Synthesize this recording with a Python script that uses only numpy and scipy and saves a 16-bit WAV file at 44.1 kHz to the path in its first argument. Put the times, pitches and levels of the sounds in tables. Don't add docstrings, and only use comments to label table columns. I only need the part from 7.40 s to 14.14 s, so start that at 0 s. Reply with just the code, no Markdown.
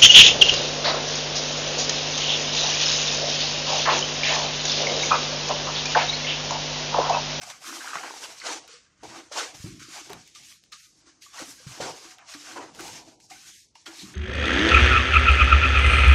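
import sys
import numpy as np
from scipy import signal
from scipy.fft import rfft, irfft, next_fast_len
from scipy.io import wavfile
from scipy.ndimage import uniform_filter1d, map_coordinates

SR = 44100
rng = np.random.default_rng(int(sys.argv[2]) if len(sys.argv) > 2 else 0)


def transcribe(signal):
    frames = np.atleast_2d(signal).T
    limited = np.clip(frames, -1, 1)
    pcm = np.round(limited * 32767).astype(np.int16)
    wavfile.write(sys.argv[1], SR, pcm)


def ratio_of_db(decibels):
    return 10 ** (np.asarray(decibels, float) / 20)


N = 297234

# [f/Hz, level/dB per Hz]
AIR_COLOUR = [(40, -9), (150, -15), (400, -24), (2000, -39), (6000, -31), (11000, -73)]
RUMBLE_COLOUR = [(32, -37), (45, -10), (70, -12.5), (130, -4), (190, -9), (300, -15)]
TIP_COLOUR = [(1600, -11), (2200, -4.5), (3600, -4), (6150, -0.5), (8000, -8), (10700, -17), (12800, -21),
              (15700, -35.5)]
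GRIT_COLOUR = [(850, -80), (1050, 1), (1400, -0.5), (1900, -3.5), (2300, -5.5), (3200, -8)]
SCRAPE_COLOUR = [(480, -14.5), (640, 2), (780, 1.5), (980, 3.5), (1200, -46)]
# [f/Hz, width/Hz, level/dB]
FIRST_MODES = [(230, 78, -5.5), (326, 76, 1)]
SECOND_MODES = [(388, 68, -1.7), (499, 157, 1)]
UPPER_MODES = [(758, 38, -12.5), (1215, 54, -3.5), (1540, 125, -14.5), (2298, 79, -3.5)]
# [f/Hz, t60/s]
WALL_DECAY = [(300, 0.38), (10000, 0.081)]

# [t/s, level/dB, rise/s, fall/s]
JOLTS = [(0, -57, .1, 0.37), (1.62, -59, 0.038, 0.23), (1.69, -51.5, 0.093, 0.13), (2.2, -54, 0.13, 0.013),
         (2.249, -40, 0.0032, 0.25), (2.755, -43.5, 0.093, 0.076), (3.0, -58, 0.046, 0.14),
         (4.02, -56.5, 0.0642, 0.24), (4.27, -64, 0.075, 0.36), (4.305, -59, 0.16, 0.012),
         (4.405, -39, 0.017, 0.11), (4.517, -50, 0.11, 0.053), (5.18, -58.5, 0.16, 0.43),
         (5.4, -49.5, 0.12, 0.38), (5.94, -66, 0.2, 0.26), (6.1, -68.5, 0.22, 0.17), (.85, -66, .15, .3),
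         (6.636, -49, 0.0095, 0.34), (6.69, -56, 0.11, 0.018)]
# [t/s, level/dB, rise/s, fall/s, deep hum over coarse scrape/dB]
SHEET_LOADS = [(.097, -55.5, 0.12, 0.063, -26), (0.289, -52, 0.037, 0.28, 17.5),
               (.58, -48, 0.47, 0.12, -15), (.635, -44, 0.012, 0.22, -6), (0.842, -49, 0.1, 0.18, -15.5),
               (1.062, -42, 0.039, 0.19, -12), (1.11, -42, 0.083, 0.1, -8), (1.17, -52, .1, .08, 6),
               (1.633, -42, 0.0065, 0.081, -2), (1.77, -45, 0.12, 0.1, 5.5),
               (1.97, -38.5, 0.053, 0.16, -13)]
BRUSH_LOADS = [(2.15, -51.5, 0.017, 0.042, 9), (2.25, -53, 0.014, 0.21, 25), (2.575, -50, 0.08, .12, -2),
               (2.705, -50.5, 0.042, 0.15, -2), (2.75, -48, 0.1, 0.044, -7), (3.0, -68, 0.12, 0.21, 2),
               (3.66, -68.5, 0.26, 0.43, 7.5), (3.97, -54.5, 0.041, 0.13, -21),
               (4.025, -47.5, .03, 0.07, 2), (4.09, -55.5, .06, 0.11, 3), (4.37, -50.5, 0.15, 0.12, -3),
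               (4.41, -38, 0.021, 0.2, -4), (4.47, -37, 0.068, 0.059, -12), (4.8, -65.5, 0.16, 0.57, -18),
               (4.95, -59.5, 0.087, 0.1, -23), (5.12, -50.5, 0.16, 0.11, -1.5),
               (5.164, -43, 0.0091, 0.085, -11), (5.195, -40, 0.078, 0.14, 0.5),
               (5.402, -45.5, 0.1, 0.41, -2.5), (5.56, -52, 0.18, .07, 2), (5.69, -60, .06, 0.04, 16),
               (5.912, -64, .025, 0.15, 17), (6.07, -68, 0.03, 0.13, -2), (6.473, -53, 0.02, 0.22, -5.5),
               (6.64, -57, 0.098, 0.14, 20), (6.74, -55, 0.18, .2, 13)]
# [t/s, hiss level/dB, slide/s, lift/s, grit over hiss/dB]
LANDINGS = [(.016, -42, 0.008, 0.04, -3.5), (.032, -42, .005, .025, -3), (.101, -42, .004, .04, -6),
            (0.24, -44.5, .53, 0.22, -7), (1.0, -51, 0.012, 0.0821, 1), (1.28, -49.5, 0.075, 0.12, -3.5),
            (1.42, -71.5, .18, .1, 3.5), (1.634, -49, 0.063, 0.17, -1.5), (1.921, -39, 0.06, 0.077, -3.5),
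            (2.144, -47.5, 0.094, 0.33, -5.5), (2.397, -49.5, 0.03, 0.14, 0),
            (2.696, -53.5, 0.049, 0.12, 6), (2.951, -43.5, 0.0037, 0.076, -13), (3.323, -45, .006, .04, -4),
            (3.33, -49, .01, 0.18, -4.5), (3.822, -49, .03, 0.093, -17), (4.271, -45.5, 0.089, 0.27, -6),
            (4.408, -37.5, 0.066, 0.11, -1), (3.812, -60, .01, .05, -10), (4.787, -61, .003, 0.11, 12),
            (4.94, -42.5, .005, 0.057, 2), (5.802, -56, 0.045, 0.15, -29), (5.902, -46, 0.0089, 0.17, -8.5),
            (6.354, -57.5, 0.065, 0.1, -17), (6.461, -44.5, 0.0038, 0.16, -0.5)]
# [t/s, hiss level/dB, slide/s, lift/s, grit over hiss/dB]
SLIDES = [
    (2.802, -56, 0.081, .15, -23),
    (3.02, -50.5, 0.1, 0.13, -15),
    (3.42, -57, 0.036, 0.25, -17),
    (4.17, -52, 0.16, 0.17, -7.5),
    (4.58, -49, 0.13, 0.11, -4.5),
    (5.01, -45.5, 0.14, 0.2, -8),
    (5.451, -44.5, 0.11, 0.11, -6.5),
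    (6.089, -51.5, 0.11, 0.11, -26.5),
    (6.67, -54.5, .1, 0.067, -0.5),
]
# [t/s, hiss level/dB, rise/s, fall/s, grit over hiss/dB]
DRAGS = [(.05, -55, 0.013, 0.41, 3.5), (.07, -43, 0.05, 0.2, -5), (0.269, -40.5, 0.068, 0.32, -0.5),
         (.225, -50, 0.036, .05, 0), (.57, -44, 0.34, 0.095, 8.5), (0.636, -46.5, 0.018, 0.16, 12),
         (0.841, -38, 0.12, 0.17, -4), (.99, -48, 0.15, 0.01, -1.5), (1.069, -36, 0.074, 0.19, 0),
         (1.133, -35, .15, 0.079, -2.5), (1.625, -60.5, 0.079, 0.014, 3), (1.771, -44, 0.06, 0.12, 0.5),
         (1.994, -30.5, 0.066, 0.13, 0.5)]
# [t/s, hiss level/dB, rise/s, fall/s, grit over hiss/dB]
SWEEPS = [(2.547, -41.5, 0.14, 0.28, -3.5), (3.25, -66.5, 0.067, .2, -22), (2.43, -48, .04, .05, -3),
          (3.6, -62, .1, .15, -8), (3.675, -57, 0.08, 0.2, -2), (3.945, -49.5, 0.022, 0.17, 1),
          (4, -41, 0.1, 0.15, -0.5), (4.11, -44.5, .12, 0.055, -7.5), (4.891, -46.5, 0.038, 0.094, -5),
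          (4.93, -43.5, 0.07, 0.015, -7), (5.12, -54.5, 0.14, 0.17, 10), (5.17, -49, 0.032, 0.19, 9.5),
          (5.355, -52, 0.005, 0.33, -4), (5.396, -44.5, 0.025, 0.1, 2), (5.688, -53.5, 0.094, 0.12, -8),
          (6.07, -50, 0.18, 0.15, -6.5), (6.587, -43.5, 0.092, 0.27, -14)]
# [from t/s, to t/s, highest octave level/dB]
BRISTLE_TILT = [(.2, .48, 5), (1.0, 1.2, -9.5), (1.2, 1.5, -27.5), (1.52, 1.9, -5.5), (1.9, 2.14, -6.5),
                (2.15, 2.3, 5), (2.68, 3.0, -3), (3.05, 3.17, 6), (3.2, 3.37, -6), (3.4, 3.5, 5.5),
                (3.62, 3.79, -27.5), (3.81, 3.9, 4.5), (4.05, 4.18, 8), (4.4, 4.54, -5), (4.76, 4.886, -20),
                (5.17, 5.35, -6.5), (5.36, 5.5, 4), (5.6, 5.89, -1.5), (5.92, 6.22, 4.5),
                (6.33, 6.45, -9.5), (6.52, 6.7, 2.5)]
# [from t/s, to t/s, belly level/dB]
GRAZES = [
    (3.47, 3.6, -5),
    (3.62, 3.72, -4),
    (3.73, 3.81, -7),
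    (4.1, 4.25, -2.5),
    (5.81, 5.895, -14),
    (6.2, 6.34, -4),
    (6.37, 6.45, -4),
]

# [t/s, peak level/dB, f/Hz, t60/s]
TAPS = [(0.02, -35.5, 732, 0.054), (1.637, -32.5, 820, 0.046), (2.955, -43.5, 1196, 0.086),
        (3.11, -56, 1156, 0.13), (3.32, -42, 1243, 0.16), (3.41, -54, 1230, .08),
        (3.45, -53.5, 1250, 0.081), (3.67, -47, 1400, .04), (3.862, -34, 1135, 0.03),
        (3.953, -43, 758, 0.066), (3.976, -42, 1135, 0.054), (3.98, -36, 1895, 0.11),
        (4.18, -51, 1630, 0.16), (4.67, -56, 740, .3), (4.76, -58, 740, .3), (4.94, -38, 1123, 0.06),
        (5.955, -50, 1520, .12), (5.161, -35, 1002, 0.2), (5.189, -33, 782, 0.059),
        (5.674, -46.5, 659, 0.12), (5.909, -34.5, 782, 0.1), (6.462, -37, 1408, 0.095)]
# [t/s, peak level/dB, f/Hz, t60/s]
SNAPS = [(0.074, -36, 723, 0.034), (.033, -35.5, 850, .02), (0.101, -37, 2200, 0.03),
         (0.243, -35.5, 1310, 0.017), (0.284, -44, 1500, 0.017), (0.304, -29.5, 1350, 0.016),
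         (0.327, -22, 1300, 0.0071), (0.413, -32.5, 1530, 0.024), (0.444, -31.5, 990, 0.023),
         (0.475, -24.5, 1370, 0.02), (0.519, -46, 1270, 0.015), (0.532, -22, 1280, 0.022),
         (0.554, -21.5, 1076, 0.02), (0.57, -21.5, 1390, 0.016), (0.585, -25.5, 2120, 0.01),
         (0.636, -20.5, 950, 0.012), (0.644, -26, 835, 0.013), (0.707, -25.5, 990, 0.013),
         (0.738, -30, 875, 0.0216), (1.016, -33, 2080, 0.034), (1.914, -33, 594, 0.04),
         (6.355, -42.5, 924, 0.034), (.273, -35, 1490, .015), (.294, -33, 1140, 0.017),
         (.367, -28, 1160, .012), (.406, -33, 1540, 0.023), (.42, -31, 1490, .015),
         (.492, -30, 1290, 0.016), (.555, -22, 1430, 0.014), (.558, -25.5, 734, 0.018),
         (.679, -28.5, 845, 0.013), (.762, -37, 800, 0.023), (5.225, -31, 950, 0.018),
         (5.26, -38, 700, .02)]
# [t/s, peak level/dB]
GRAIN_CRACKS = [(.101, -31), (1.278, -38), (2.697, -33), (2.703, -35), (2.732, -28), (2.8765, -39),
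                (3.0352, -39), (3.1248, -41), (3.238, -44), (3.262, -53), (3.322, -37), (3.993, -31),
                (4.7842, -41), (5.3488, -38), (5.4073, -28), (5.48, -33), (5.802, -46), (6.3545, -46)]
# [t/s, peak level/dB, f/Hz, t60/s]
KNOCKS = [(1.035, -42, 480, .04), (1.285, -52, 480, .08), (1.33, -55.5, 480, 0.2), (2.41, -48, 330, .07),
          (2.478, -45, 320, .07), (4.645, -50, 330, .12), (1.627, -58, 302, 0.12), (1.955, -42, 568, 0.29),
          (2.194, -38.5, 88, 0.056), (2.14, -50, 120, .1), (2.236, -26, 140, 0.04),
          (2.256, -37, 243, 0.033), (2.291, -48, 197, 0.1), (2.694, -39, 407, 0.099),
          (3.993, -42, 526, 0.091), (4.015, -37, 283, 0.04), (4.07, -49.5, 264, 0.084),
          (4.194, -55, 506, 0.09), (5.66, -54, 327, 0.27), (4.26, -34, 132, 0.1),
          (4.396, -26.5, 544, 0.041), (4.942, -44, 296, 0.18), (5.396, -37.5, 359, 0.059),
          (6.474, -43, 326, 0.2), (6.629, -40, 308, 0.068), (6.624, -42, 199, .2), (2.665, -51, 330, 0.089),
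          (3.665, -56, 320, 0.069), (.55, -49, 174, 0.076)]
# [t/s, peak level/dB, f/Hz, t60/s]
SQUEAKS = [
    (0.838, -34, 2850, 0.11),
    (0.9995, -30, 3960, 0.02),
    (3.3261, -33.5, 4110, 0.046),
    (4.9367, -36, 4100, 0.061),
    (5.9154, -40.5, 2270, 0.13),
    (5.803, -60, 2480, .12),
    (6.353, -46.5, 2870, 0.065),
    (6.4637, -35, 3225, 0.084),
    (6.5898, -36, 3890, 0.24),
]

# [f/Hz, level/dB per bin]
GATE_SILL = [(100, -125), (1000, -112), (4000, -122), (8000, -114), (11000, -102), (15000, -101)]
# [f/Hz, level/dB]
MASK_DEPTH = [(150, -40), (400, -12), (2100, -12), (2700, -65)]
# [from t/s, to t/s, sill raise/dB]
CLAMPS = [
    (3.17, 3.23, 10),
    (3.37, 3.47, 23),
    (5.73, 5.79, 11),
    (5.8, 5.89, 5),
    (6.165, 6.235, 8),
]

STILL_GRIT_DB, STILL_HUM_DB, STILL_FRAME_DB = -102.5, -83, -86


def unit(x):
    return x / np.sqrt(np.mean(x ** 2) + 1e-20)


def along(points, hz):
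    f, v = np.transpose(points)
    return np.interp(np.log(hz + 1), np.log(f + 1), v)


def filtered(x, response):
    m = next_fast_len(N + SR // 2)
    return irfft(rfft(x, m) * response(np.fft.rfftfreq(m, 1 / SR)), m)[:N]


def coloured(x, spectrum):
    lowest, highest = spectrum[0][0], spectrum[-1][0]
    return filtered(x, lambda hz: ratio_of_db(along(spectrum, hz)) * (hz > lowest) * (hz < highest))


def modes(table):
    def response(f):
        total = 0
        for k, (centre, width, db) in enumerate(table):
            damping = 1j * f * width
            total = total + (-1) ** k * ratio_of_db(db) * damping / (centre * centre - f * f + damping)
        return total
    return response


def wobble(rate):
    knots = rng.standard_normal(int(N * rate / SR) + 4)
    return map_coordinates(knots, [np.arange(N) * rate / SR])


def contacts(rate, spread_db, smooth, patchy_db):
    chance, sign, size = rng.random((3, N))
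    slips = (chance < rate / SR) * np.sign(sign - .5) * ratio_of_db(-spread_db * np.log(size + .02))
    rub = np.sqrt(1 - smooth) * unit(slips) + np.sqrt(smooth) * rng.standard_normal(N)
    z = signal.stft(rub, nperseg=512)[2]
    patches = uniform_filter1d(rng.standard_normal(z.shape), size=3, axis=0)
    patches = uniform_filter1d(patches, size=7, axis=1)
    return signal.istft(z * ratio_of_db(patchy_db * unit(patches)), nperseg=512)[1][:N]


def steady(x, hold):
    x = unit(x)
    envelope = np.abs(signal.hilbert(x, next_fast_len(N))[:N])
    return unit(x / (envelope + 0.12) ** hold)


def swells(s, db, rise, fall, hold=0, steep=1, rest_db=-110):
    t = np.arange(0, N / SR + .002, .001)[:, None]
    away = np.maximum(s - t, 0) / rise + np.maximum(t - s - hold, 0) / fall
    levels = db - 20 * steep * away ** 1.096
    total = 10 * np.log10(np.sum(ratio_of_db(levels) ** 2, axis=1) + ratio_of_db(rest_db) ** 2)
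    return np.interp(np.arange(N) / SR, t[:, 0], total)


def spells(table):
    t = np.arange(N) / SR
    return uniform_filter1d(sum(db * ((t > a) & (t < b)) for a, b, db in table), size=SR // 40)


def load(lean, offset_db, rest_db, grows=1):
    s, db, rise, fall, depth = np.transpose(SHEET_LOADS + BRUSH_LOADS)
    return swells(s, grows * db + lean * depth + offset_db, rise, fall, rest_db=rest_db)


def rings(events, lag, attack, rough, gain_db):
    out, t = np.zeros(N + SR), np.arange(SR // 4) / SR
    seeds = rng.standard_normal((len(events), len(t)))
    for (s, db, hz, t60), seed in zip(events, seeds):
        waver = rough * uniform_filter1d(np.cumsum(seed), size=8) * np.sqrt(hz / SR)
        shape = ratio_of_db(-60 * t / t60) * (1 - np.exp(-t / attack))
        start = round((s + lag) * SR)
        out[start:start + len(t)] += ratio_of_db(db + gain_db) * shape * np.sin(2 * np.pi * hz * t + waver)
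    return out[:N]


def room():
    return ratio_of_db(-70 + 0.44 * wobble(5.95)) * unit(coloured(rng.standard_normal(N), AIR_COLOUR))


def table_top():
    first_db = load(0.5, 0, STILL_HUM_DB)
    second_db = load(-0.14, 21, STILL_HUM_DB, grows=1.566)
    rumble_db = swells(*np.transpose(JOLTS), rest_db=STILL_FRAME_DB)
    rub = contacts(300, 3.1, 0.41, 1.0)

    def hum(table):
        return steady(filtered(rub, lambda f: modes(table)(f) ** 2), 0.037)

    rumble = steady(coloured(rng.standard_normal(N), RUMBLE_COLOUR), 0.15)
    return (ratio_of_db(first_db - 3.0) * hum(FIRST_MODES)
            + ratio_of_db(second_db - 3.5) * hum(SECOND_MODES)
            + ratio_of_db(rumble_db - 2.5) * rumble)


def strokes():
    land, swing = np.transpose(LANDINGS + SLIDES), np.transpose(DRAGS + SWEEPS)
    s, db, fall, grit = (np.r_[land[k], swing[k]] for k in (0, 1, 3, 4))
    touch_s, ease_s = 0.0065, 0.15
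    rise = np.r_[[touch_s] * len(LANDINGS), [ease_s] * len(SLIDES), swing[2]]
    hold = np.r_[land[2], 0 * swing[0]]
    hiss_db = swells(s, db, rise, fall, hold)
    grit_db = swells(s, db + grit, rise, fall, hold, 1.25, STILL_GRIT_DB)
    return hiss_db, grit_db


def bristle_tips(hiss_db, drag):
    tips = unit(coloured(contacts(9000, 2.5, .6, 1.8), TIP_COLOUR))
    highest_octave = filtered(tips, lambda hz: 1 / (1 + (9500 / (hz + 1)) ** 8))
    belly = filtered(tips, lambda hz: 1 / (1 + (hz / 4000) ** 8))
    sheen_db = spells(BRISTLE_TILT)
    light_db = np.minimum(0.35 * (hiss_db + 54.5), 0) + spells(GRAZES)
    tips = tips + (ratio_of_db(sheen_db) - 1) * highest_octave + (ratio_of_db(light_db) - 1) * belly
    return ratio_of_db(hiss_db + 1.1 * drag) * tips


def rolling_grit(fine_db, drag):
    coarse_db = load(-0.35, 0, STILL_GRIT_DB)
    rub = contacts(1600, 3.0, 0.38, 2.45)
    rub = rub + ratio_of_db(10.5) * filtered(rub, modes(UPPER_MODES))
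    fine = unit(coloured(rub, GRIT_COLOUR))
    coarse = steady(coloured(rub, SCRAPE_COLOUR), 0.13)
    return (ratio_of_db(fine_db - 2.82 + 1.2 * drag + 1.0 * wobble(70)) * fine
            + ratio_of_db(coarse_db - 3.0 + 2.0 * drag) * coarse)


def brushing():
    hiss_db, fine_db = strokes()
    drag = wobble(40)
    return bristle_tips(hiss_db, drag) + rolling_grit(fine_db, drag)


def taps():
    return rings(TAPS, 0.00076, 0.0048, 0.33, 0.35)


def snaps():
    return filtered(rings(SNAPS, 0.00045, 0.00059, 0.58, 2.84), lambda f: (1j * f / (330 + 1j * f)) ** 2)


def ticks():
    out, t = np.zeros(N + SR), np.arange(SR // 50) / SR
    bursts = rng.standard_normal((len(GRAIN_CRACKS), len(t)))
    for (s, db), burst in zip(GRAIN_CRACKS, bursts):
        crack = ratio_of_db(-60 * t / .008) * burst
        start = round(s * SR)
        out[start:start + len(t)] += ratio_of_db(db + 9) * crack / np.abs(crack).max()
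    return filtered(out[:N], lambda f: modes([(3000, 6000, 0)])(f) ** 2 * (f < 15600))


def knocks():
    return rings(KNOCKS, 0.0062, 0.00076, 0.27, 4.25)


def squeaks():
    return rings(SQUEAKS, 0.000725, 0.00027, 0.8, -2.8)


def walls(x):
    hz, t, z = signal.stft(rng.standard_normal(SR // 2), SR, nperseg=256)
    tail = signal.istft(z * ratio_of_db(-60 * t / along(WALL_DECAY, hz)[:, None]), SR, nperseg=256)[1]
    late = np.pad(x, (300, 0))
    return signal.fftconvolve(late, tail / np.linalg.norm(tail))[:N]


def scene():
    blows = taps() + snaps() + ticks() + knocks() + squeaks()
    mono = room() + table_top() + brushing() + blows + ratio_of_db(-13.0) * walls(blows)
    mono = filtered(mono, lambda f: (1j * f / (44.4 + 1j * f)) ** 2)
    return np.array([mono, mono])


def band_limit(x):
    return signal.sosfilt(signal.butter(12, 15760, fs=SR, output="sos"), x)


def record(dry):
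    hz, frames, z = signal.stft(dry, SR, nperseg=1024)
    power = uniform_filter1d(np.abs(z) ** 2, size=7, axis=1)
    power = np.abs(uniform_filter1d(power, size=3, axis=2))
    moment = np.roll(power.mean(axis=1, keepdims=True), 4, axis=2)
    sill = ratio_of_db(along(GATE_SILL, hz))[:, None] ** 2 + ratio_of_db(along(MASK_DEPTH, hz))[:, None] ** 2 * moment
    low_middle = (hz > 220) & (hz < 1250)
    clamp_db = np.interp(frames, np.arange(N) / SR, spells(CLAMPS))
    sill = sill * ratio_of_db(2 * np.outer(low_middle, clamp_db))
    opening = 1 - 1 / (1 + (power / sill) ** 8)
    kept = signal.istft(z * opening, SR, nperseg=1024)[1][:, :N]
    return band_limit(kept)


dry = scene()
out = record(dry)
transcribe(out)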